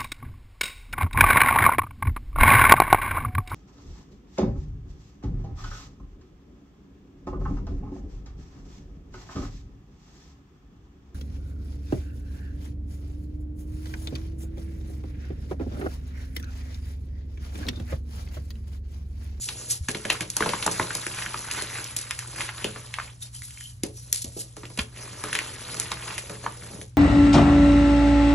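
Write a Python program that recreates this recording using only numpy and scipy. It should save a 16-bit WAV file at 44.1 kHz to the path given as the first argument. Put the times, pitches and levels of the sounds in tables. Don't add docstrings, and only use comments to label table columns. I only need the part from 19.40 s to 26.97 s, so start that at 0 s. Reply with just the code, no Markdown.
import sys
import numpy as np
from scipy import signal
from scipy.fft import rfft, irfft, next_fast_len
from scipy.io import wavfile
from scipy.ndimage import uniform_filter1d, map_coordinates

SR = 44100
rng = np.random.default_rng(int(sys.argv[2]) if len(sys.argv) > 2 else 0)


def transcribe(signal):
    frames = np.atleast_2d(signal).T
    limited = np.clip(frames, -1, 1)
    pcm = np.round(limited * 32767).astype(np.int16)
    wavfile.write(sys.argv[1], SR, pcm)


N = 333837
TIME = np.arange(N) / SR

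# start in seconds, crack level in dB, crack pitch in Hz, grit spray in dB, powder spray in
# dB, thud in dB.
FRACTURES = [(0.088, -18, 2730, -22.5, -34, -47), (0.486, -12.5, 1680, -21, -19, -36),
             (0.548, -15.5, 2200, -24.5, -33.5, -32.5), (0.652, -14, 1740, -50, -31, -32),
             (0.701, -4.5, 2100, -9.5, -27.5, -28.5), (0.808, -21, 1810, -21.5, -24, -31.5),
             (0.901, -40, 8000, -55, -32.5, -65), (0.967, -32, 880, -24.5, -25.5, -41),
             (1.006, -10.5, 1060, -23, -38, -25), (1.024, -9, 1540, -35, -48, -28.5),
             (1.06, -11.5, 916, -22, -28, -25.5), (1.091, -11.5, 2870, -27, -29, -29),
             (1.135, -9, 996, -25, -46, -33), (1.139, -22, 1920, -34, -37, -49),
             (1.226, -18, 2900, -21, -25, -41), (1.263, -12, 890, -27, -25.5, -28.5),
             (1.277, -9, 966, -28, -44, -30), (1.313, -31, 3270, -42, -22, -34),
             (1.363, -21, 1500, -48, -51, -56), (1.397, -5, 994, -33, -29, -23.5),
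             (1.398, -20, 1590, -35, -40, -45), (1.506, -18.5, 1530, -24.5, -49, -40),
             (1.551, -31, 6060, -23.5, -22.5, -33.5), (1.666, -15.5, 1710, -34, -30, -39.5),
             (1.787, -22, 1160, -22.5, -35, -61), (1.822, -19.5, 1680, -40, -51, -60),
             (1.862, -21.5, 1640, -28, -50, -41.5), (1.943, -14, 1160, -46, -54, -41),
             (1.974, -30, 3480, -44, -24.5, -56), (2.112, -18, 2860, -35, -24, -61),
             (2.222, -20.5, 5900, -39, -27.5, -37.5), (2.385, -19, 1480, -27, -52, -39),
             (2.443, -16, 5800, -55, -33, -70), (2.565, -22, 9600, -32, -16, -46.5),
             (2.709, -17, 1790, -22.5, -28, -65), (2.79, -29, 1460, -29, -29.5, -63),
             (3.007, -14.5, 2070, -37, -41, -61), (3.09, -19, 1480, -24.5, -44, -65),
             (3.244, -14.5, 2740, -22.5, -29.5, -29), (3.36, -25, 1250, -30, -49, -40),
             (3.54, -18, 2050, -28, -38, -70), (3.586, -12.5, 1214, -31, -57, -70),
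             (3.599, -17.5, 1250, -43, -46, -67), (4.02, -29.5, 1870, -56, -31.5, -69),
             (4.107, -36, 2270, -62, -43, -79), (4.174, -30.5, 2120, -46, -55, -72),
             (4.209, -28.5, 2030, -56, -45, -82), (4.4346, -23.5, 2250, -30, -27, -39),
             (4.7276, -3.5, 6700, -30, -15.5, -47.5), (4.843, -27, 6740, -57, -25.5, -61),
             (5.167, -51, 910, -39.5, -38.5, -41), (5.233, -34, 1150, -33, -70, -39),
             (5.254, -28, 2330, -38.5, -47, -61), (5.302, -50, 695, -41, -46, -45),
             (5.375, -41, 2000, -27.5, -33, -42), (5.389, -17, 1070, -21.5, -31, -37),
             (5.392, -10.5, 2560, -21, -30, -52), (5.839, -16.5, 1176, -27, -36, -35.5),
             (5.929, -17, 1810, -22, -24, -39), (5.9518, -11, 1660, -16.5, -25, -42),
             (5.989, -11.5, 1830, -22.5, -37, -43), (6.344, -24, 1330, -42, -24, -42),
             (6.399, -9, 8800, -47, -20, -42), (6.518, -12, 1200, -24, -33.5, -34),
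             (6.517, -12, 4090, -33, -34, -60), (6.78, -17, 2120, -25.5, -21.5, -48),
             (6.896, -33, 890, -28.5, -31.5, -33.5), (7.04, -29.5, 1000, -32, -58, -36),
             (7.063, -10, 1030, -30, -54, -35.5), (7.224, -37, 1360, -52, -60, -48),
             (7.414, -28.5, 2150, -45, -32, -41.5)]
# start in seconds, level in dB, pitch in Hz, scuff in dB.
PALM_KNOCKS = [(0.408, -21.5, 78, -83), (0.488, -22, 246, -48), (4.436, -16, 292, -44),
               (4.845, -31, 250, -47.5), (4.87, -33, 80, -67), (4.966, -27, 367, -44),
               (5.388, -20, 222, -77), (5.4, -26.5, 67.6, -76), (7.346, -31, 190, -64)]
# frequency in Hz, relative density in dB per Hz.
LUMP_COLOUR = [(60, -15), (150, -1.5), (240, -1), (450, -2.5), (750, -8), (1300, -20.5), (4000, -83)]
GRIT_COLOUR = [(200, -89), (600, -7.5), (1000, 4), (1500, 4), (2200, 3.5), (3400, -1), (5000, -1),
               (8000, -41.5), (13000, -38.5)]
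POWDER_COLOUR = [(500, -50), (2000, -12.5), (3200, -6.5), (5000, -1), (6500, 1.5), (8300, 3), (10200, 6.5),
                 (11200, 0.5), (12300, -42), (15000, -68)]
LUMP_RING_CYCLES = 0.85


def gain_of(db):
    return 10 ** (np.asarray(db) / 20)


def evened(x):
    return x / np.sqrt(np.mean(x ** 2) + 1e-20)


def read(points, hz):
    f, value = np.transpose(points)
    return np.interp(np.log(hz + 1), np.log(f + 1), value)


def add(mix, start_s, sound):
    part = mix[max(round(start_s * SR), 0):][:len(sound)]
    part += sound[:len(part)]


def coloured(x, spectrum):
    log_gain = np.log(gain_of(read(spectrum, abs(np.fft.fftfreq(2048, 1 / SR)))))
    taps = np.fft.ifft(np.exp(np.conj(signal.hilbert(log_gain)))).real[:1024]
    return signal.oaconvolve(x, taps / np.linalg.norm(taps))[:len(x)]


def drift(cutoff_hz):
    size = next_fast_len(N, real=True)
    lowpass = 1 / (1 + (np.fft.rfftfreq(size, 1 / SR) / cutoff_hz) ** 4)
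    return evened(irfft(rfft(rng.standard_normal(size)) * lowpass, size)[:N])


def random_signs(shape):
    return rng.choice([-1., 1.], shape)


def grains(per_s, spread_db, clump_db):
    size = gain_of(spread_db * np.minimum(rng.exponential(1, N), 4.5) + clump_db * drift(74))
    return evened(size * random_signs(N) * (rng.random(N) < per_s / SR))


def pop(hz, cycles):
    turns = np.arange(SR // 10) * hz / SR
    envelope = turns / cycles * np.exp(1 - turns / cycles)
    return envelope * np.sin(2 * np.pi * turns)


def background():
    # frequency in Hz, rms level in dB.
    hum_partials = [(60, -55.5), (120, -47.5)]
    # frequency in Hz, relative density in dB per Hz.
    rumble_colour = [(15, -43.5), (30, 7.5), (55, 6), (80, 9), (110, 12.5), (170, -5.5), (300, -12.5),
                     (700, -68.5), (3000, -81)]
    hiss_colour = [(100, 10), (700, -7), (10500, -14), (12500, -39.5)]
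    hum = np.zeros(N)
    for hz, db in hum_partials:
        level = gain_of(db + 0.7 * drift(3)) * np.sqrt(2)
        hum += level * np.sin(2 * np.pi * hz * TIME + 0.1 * drift(5))
    hiss = np.array([coloured(rng.standard_normal(N), hiss_colour) for _ in range(2)])
    highpass = signal.butter(3, 38, "high", fs=SR, output="sos")
    rumble = signal.sosfilt(highpass, coloured(rng.standard_normal(N), rumble_colour))
    return hum + gain_of(-49.5) * rumble + gain_of(-60.0) * hiss


def rubs():
    # time at the loudest in seconds, scrape level in dB, rise in seconds, fall in seconds,
    # squeak pitch in Hz, squeak level in dB.
    strokes = [(0.03, -28.5, 0.031, 0.054, 6760, -32.5), (0.311, -18.5, 0.01, 0.026, 6100, -26),
               (.73, -26.5, 0.0099, 0.0076, 7200, -34), (3.826, -28.5, 0.0061, 0.0069, 3720, -29),
               (3.955, -40.5, 0.012, 0.024, 3110, -41), (4.06, -41.5, 0.05, 0.021, 5600, -47),
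               (4.24, -41, 0.13, 0.068, 3060, -46), (4.574, -39.5, 0.022, 0.052, 5900, -39),
               (4.781, -31.5, 0.031, 0.017, 6960, -34), (4.821, -26.5, 0.0054, 0.0073, 5380, -31.5),
               (5.007, -29.5, 0.035, 0.019, 6100, -47)]
    # frequency in Hz, relative density in dB per Hz.
    rub_colour = [(400, -43), (1800, -15.5), (3100, -7.5), (4500, 1.5), (6400, 2), (8000, 6.5),
                  (10000, 10.5), (11300, 1.5), (12500, -14.5), (16000, -74.5)]
    pitch_wander, pitch_sag_per_s = 0.034, 0.25
    catch_db = 4
    slips = grains(per_s=12000, spread_db=-0.5, clump_db=2.5)
    scrape, squeak = np.zeros(N), np.zeros(N)
    wander = drift(450)
    grip = evened(np.maximum(drift(160) + 1, 0.5) * gain_of(catch_db * drift(40)))
    for peak_s, db, rise_s, fall_s, hz, squeak_db in strokes:
        near = abs(TIME - peak_s) < 0.3
        t = TIME[near] - peak_s
        swell = np.exp(-np.maximum(-t / rise_s, t / fall_s))
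        pitch_hz = hz * (1 + pitch_wander * wander[near] - pitch_sag_per_s * t)
        turns = np.cumsum(pitch_hz) / SR
        scrape[near] += gain_of(db) * swell
        squeak[near] += gain_of(squeak_db) * swell ** 2 * np.sin(2 * np.pi * turns)
    return coloured(scrape * slips, rub_colour) + squeak * grip


def held(start_s, end_s, rise_s, fall_s):
    decay = np.maximum((start_s - TIME) / rise_s, (TIME - end_s) / fall_s)
    return np.exp(-np.clip(decay, 0, 20))


def shedding():
    # start in seconds, end in seconds, powder in dB, lumps in dB.
    grips = [(0.074, 0.364, -42.5, -50.5), (0.43, 0.966, -50.5, -65.5), (3.405, 3.767, -57.5, -66),
             (3.83, 3.872, -44.5, -61), (3.939, 4.312, -51, -86), (4.577, 5.133, -54, -65),
             (5.172, 5.446, -52, -63), (7.312, 7.408, -49, -44)]
    # time at the tightest in seconds, grit in dB, half length in seconds.
    squeezes = [(0.58, -48.5, 0.032), (0.737, -42, 0.077), (1.093, -40, 0.021), (1.44, -40.5, 0.05),
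                (1.806, -42.5, 0.059), (2.173, -39.5, 0.086), (2.33, -43, 0.062), (3.011, -37, 0.05),
                (3.226, -42, 0.059), (3.617, -45, 0.056), (5.978, -42.5, 0.16), (6.388, -40, 0.11),
                (6.685, -40, 0.076)]
    # start in seconds, end in seconds,
    # grit in dB, lumps in dB, sag in dB per second.
    handfuls = [(1.01, 3.46, -40, -46.5, 4.5), (5.576, 7.31, -49, -49, 1.5)]
    moves = []  # ([grit, powder, lumps] in dB, envelope)
    for start_s, end_s, grit_db, lumps_db, sag_db_per_s in handfuls:
        sag = gain_of(-sag_db_per_s * np.maximum(TIME - start_s, 0))
        shape = held(start_s, end_s, rise_s=0.048, fall_s=0.064) * sag
        moves.append(([grit_db, grit_db + 3, lumps_db], shape))
    for peak_s, db, half_s in squeezes:
        shape = np.exp(-np.minimum(0.5 * ((TIME - peak_s) / half_s) ** 2, 20))
        moves.append(([db, db - 2, db - 7.5], shape))
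    for start_s, end_s, powder_db, lumps_db in grips:
        shape = held(start_s, end_s, rise_s=0.019, fall_s=0.016)
        moves.append(([powder_db - 13.5, powder_db, lumps_db], shape))
    levels_db, shapes = zip(*moves)
    return 10 * np.log10(gain_of(levels_db).T ** 2 @ np.square(shapes))


def chips(per_s, spread_db):
    out = np.zeros(N)
    for place, size, strength, ring in rng.random((int(per_s * N / SR), 4)):
        hz = 950 * 5 ** size
        level = gain_of(spread_db * min(-np.log(1 - strength), 2))
        add(out, place * N / SR, level * pop(hz, (0.5 + ring) / 2))
    return evened(out)


def patchy(x):
    uneven_db = 2.5
    z = signal.stft(x, nperseg=256)[2]
    field = uniform_filter1d(rng.standard_normal(z.shape), size=5, axis=0)
    field = evened(uniform_filter1d(field, size=6, axis=1))
    return signal.istft(z * gain_of(uneven_db * field), nperseg=256)[1][:N]


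def crumbling():
    # frequency in Hz, relative density in dB per Hz.
    chip_colour = [(100, -7.5), (10500, 11.5), (11500, 6), (12500, -32), (16000, -63.5)]
    grit_db, powder_db, lumps_db = shedding()
    squeeze_db = 1.0 * drift(13.0)
    grit_level = gain_of(grit_db + squeeze_db)
    grit = grains(per_s=4500, spread_db=3.4, clump_db=1.8) * grit_level
    powder = grains(per_s=8000, spread_db=2.5, clump_db=1.3) * gain_of(powder_db + squeeze_db + 3.0)
    lumps = grains(per_s=760, spread_db=3.0, clump_db=2.0) * gain_of(lumps_db + squeeze_db - 0.5)
    broken = chips(per_s=150, spread_db=7.5) * grit_level * gain_of(-3)
    flow = patchy(1.05 * coloured(grit, GRIT_COLOUR) + coloured(powder + 0.094 * grit, POWDER_COLOUR))
    return flow + coloured(broken, chip_colour) + coloured(lumps, LUMP_COLOUR)


def resonate(x, hz, width_hz):
    r = np.exp(-np.pi * width_hz / SR)
    y = signal.lfilter([1, 0, -1], [1, -2 * r * np.cos(2 * np.pi * hz / SR), r * r], x)
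    return y * np.sqrt((1 - r * r) / 2)


def piece(x, hz):
    y = resonate(resonate(x, hz, hz * 0.9), hz, hz * 0.9)
    return y * np.linalg.norm(x) / (np.linalg.norm(y) + 1e-12)


def splinters(count=3):
    span_cycles, top_db = 15, -9
    out = np.zeros(N)
    for start_s, peak_db, hz, *_ in FRACTURES:
        for k, (wait, size) in enumerate(rng.random((count, 2))):
            late = (k + 0.5 + wait) / (count + 0.5)
            level = gain_of(peak_db + top_db - 10 * late)
            sound = level * pop(hz * (0.85 + 0.5 * size), LUMP_RING_CYCLES)
            add(out, start_s + late * span_cycles / hz, sound)
    return out


def cracks():
    # frequency in Hz, relative density in dB per Hz.
    break_colour = [(100, 1.5), (900, 4.5), (10500, 12), (12500, 17.5), (16000, -37.5)]
    ring_spread, lead_s = 0.2, 0.008
    overtone_ratio, overtone_db, tear_db = 1.62, -9.5, -3.5
    t = np.arange(SR // 10) / SR - lead_s
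    out = np.zeros(N)
    for start_s, peak_db, hz, grit_db, *_ in FRACTURES:
        cycles = LUMP_RING_CYCLES * np.exp(ring_spread * rng.uniform(-1, 1))
        ratio = overtone_ratio * rng.uniform(0.9, 1.1)
        overtone = gain_of(overtone_db) * pop(hz * ratio, cycles * ratio)
        add(out, start_s, gain_of(peak_db) * (pop(hz, cycles) + overtone))

        age = np.maximum(t, 0) * hz / 1.1
        tear = random_signs(len(t)) * age * np.exp(-age)
        crack = piece(tear, hz) + tear * (hz / 9000) ** 2.4
        add(out, start_s - lead_s, gain_of(peak_db + tear_db) * crack / abs(crack).max())

        contact = np.exp(-np.maximum(t / 0.014 * np.sqrt(hz / 1000), -t / 0.002))
        grind = random_signs(len(t)) * (rng.random(len(t)) < 0.06) * contact
        add(out, start_s - lead_s, gain_of(grit_db + 6) * piece(grind, hz * 1.1))
    return coloured(out + splinters(), break_colour)


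def sprays(levels_db, fast_s, slow_s, slow_db):
    t = np.arange(SR // 5) / SR
    power = np.zeros(N)
    shape = np.exp(-2 * t / fast_s) + gain_of(slow_db) ** 2 * np.exp(-2 * t / slow_s)
    for row, db in zip(FRACTURES, levels_db):
        add(power, row[0], gain_of(db) ** 2 * shape)
    return np.sqrt(power)


def debris():
    _, _, _, grit_db, powder_db, _ = np.transpose(FRACTURES)
    grit = grains(per_s=5000, spread_db=2.8, clump_db=1.5)
    grit *= sprays(grit_db - 10, fast_s=0.005, slow_s=0.024, slow_db=-5)
    powder = grains(per_s=6700, spread_db=5.5, clump_db=3.0)
    powder *= sprays(powder_db + 7.5, fast_s=0.0025, slow_s=0.033, slow_db=-14.5)
    return coloured(grit, GRIT_COLOUR) + coloured(powder, POWDER_COLOUR)


def ringing(x, modes):
    t = np.arange(SR // 4) / SR
    ring = sum(gain_of(db - 60 * t / t60_s) * np.sin(2 * np.pi * hz * t) for hz, db, t60_s in modes)
    return signal.oaconvolve(x, ring / np.linalg.norm(ring))[:N]


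def thuds():
    # frequency in Hz, relative level in dB, t60 in seconds.
    room_modes = [(177, -6, 0.45), (214.7, -5.5, 0.28), (318.8, -4, 0.22), (362, -8, 0.17),
                  (425.6, 1.5, 0.19), (533.7, -6.5, 0.11)]
    scuff_decay_s = 0.035
    shake = sprays(np.transpose(FRACTURES)[-1], fast_s=0.0034, slow_s=0.023, slow_db=-6.0)
    t = np.arange(SR // 4) / SR
    for start_s, *_, scuff_db in PALM_KNOCKS:
        add(shake, start_s, gain_of(scuff_db) * np.exp(-t / scuff_decay_s))
    push = random_signs(N) * shake
    return gain_of(1.0) * coloured(push, LUMP_COLOUR) + gain_of(-0.5) * ringing(push, room_modes)


def knocks():
    out = np.zeros(N)
    for start_s, db, hz, _ in PALM_KNOCKS:
        add(out, start_s, gain_of(db) * pop(hz, cycles=0.62))
    return out


def ports(x):
    # frequency in Hz, phase in radians.
    port_phase = [(100, 0), (750, -.6), (1100, .2), (2200, .15), (3900, .8), (4600, 2), (5300, 5.2),
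                  (7500, 7.9), (8500, 9.3), (9400, 9.55), (11800, 12.2)]
    size = next_fast_len(N + SR // 10)
    lag = np.exp(-1j * read(port_phase, np.fft.rfftfreq(size, 1 / SR)))
    right = irfft(rfft(x, size) * lag, size)[:N]
    place = drift(90)
    right = map_coordinates(right, [np.arange(N) - 0.3 * place], order=3)
    return np.array([x, right]) * gain_of(np.array([place, -place]) * 0.5)


def reflections():
    # frequency in Hz, t60 in seconds.
    room_t60 = [(100, 0.29), (1200, 0.2), (10000, 0.12)]
    # frequency in Hz, share common to both ports.
    port_likeness = [(150, 1), (300, .7), (600, 0)]
    taps = random_signs((2, SR // 2)) * (rng.random((2, SR // 2)) < 1 / 10)
    taps[:, :SR // 400] = 0
    hz, t, z = signal.stft(taps, SR, nperseg=256)
    t60_s = read(room_t60, hz)[:, None]
    same = read(port_likeness, hz)[:, None]
    z = np.array([z[0], same * z[0] + np.sqrt(1 - same ** 2) * z[1]])
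    decay = gain_of(-60 * t / t60_s) / np.sqrt(t60_s)
    tail = signal.istft(z * decay, SR, nperseg=256)[1]
    return tail / np.linalg.norm(tail[0])


def room(x, count=4):
    turn_s = 0.3102
    out = 0
    for k in range(count):
        distance = abs((TIME / turn_s + k) % count - count / 2)
        fade = np.cos(np.pi / 2 * np.minimum(distance, 1))
        out = out + signal.oaconvolve((x * fade)[None], reflections(), axes=1)[:, :N]
    return out


def scene():
    # frequency in Hz, relative level in dB, t60 in seconds.
    wall_modes = [(978, 2, .05), (1120, -1, .02), (1433, -1, .07), (1615, 1, .07)]
    # frequency in Hz, send level in dB.
    room_send = [(100, -18), (550, -3), (780, -9), (1100, -10), (1700, -11), (3000, -7), (4800, -8),
                 (6300, -13), (9000, -19), (11000, -11)]
    snaps, crumbs = cracks(), crumbling()
    chalk = crumbs + snaps + debris() + knocks() + rubs()
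    wall = ringing(gain_of(-23) * snaps + gain_of(-31.5) * crumbs, wall_modes)
    add(chalk, 0.002, thuds() + wall)
    echo = signal.lfilter(*signal.butter(2, 2000, fs=SR), snaps)
    add(chalk, 0.015, gain_of(-14) * echo)
    size = next_fast_len(N + SR // 10)
    send_gain = gain_of(read(room_send, np.fft.rfftfreq(size, 1 / SR)))
    sent = irfft(rfft(chalk, size) * send_gain, size)[:N]
    return gain_of(-1.5) * ports(chalk) + room(sent) + background()


def record(dry):
    edge_hz = 15800
    lowpass = signal.firwin(511, edge_hz, window=("kaiser", 9), fs=SR)
    return signal.oaconvolve(np.clip(dry, -1, 1), lowpass[None], "same")


dry = scene()
out = record(dry)
transcribe(out)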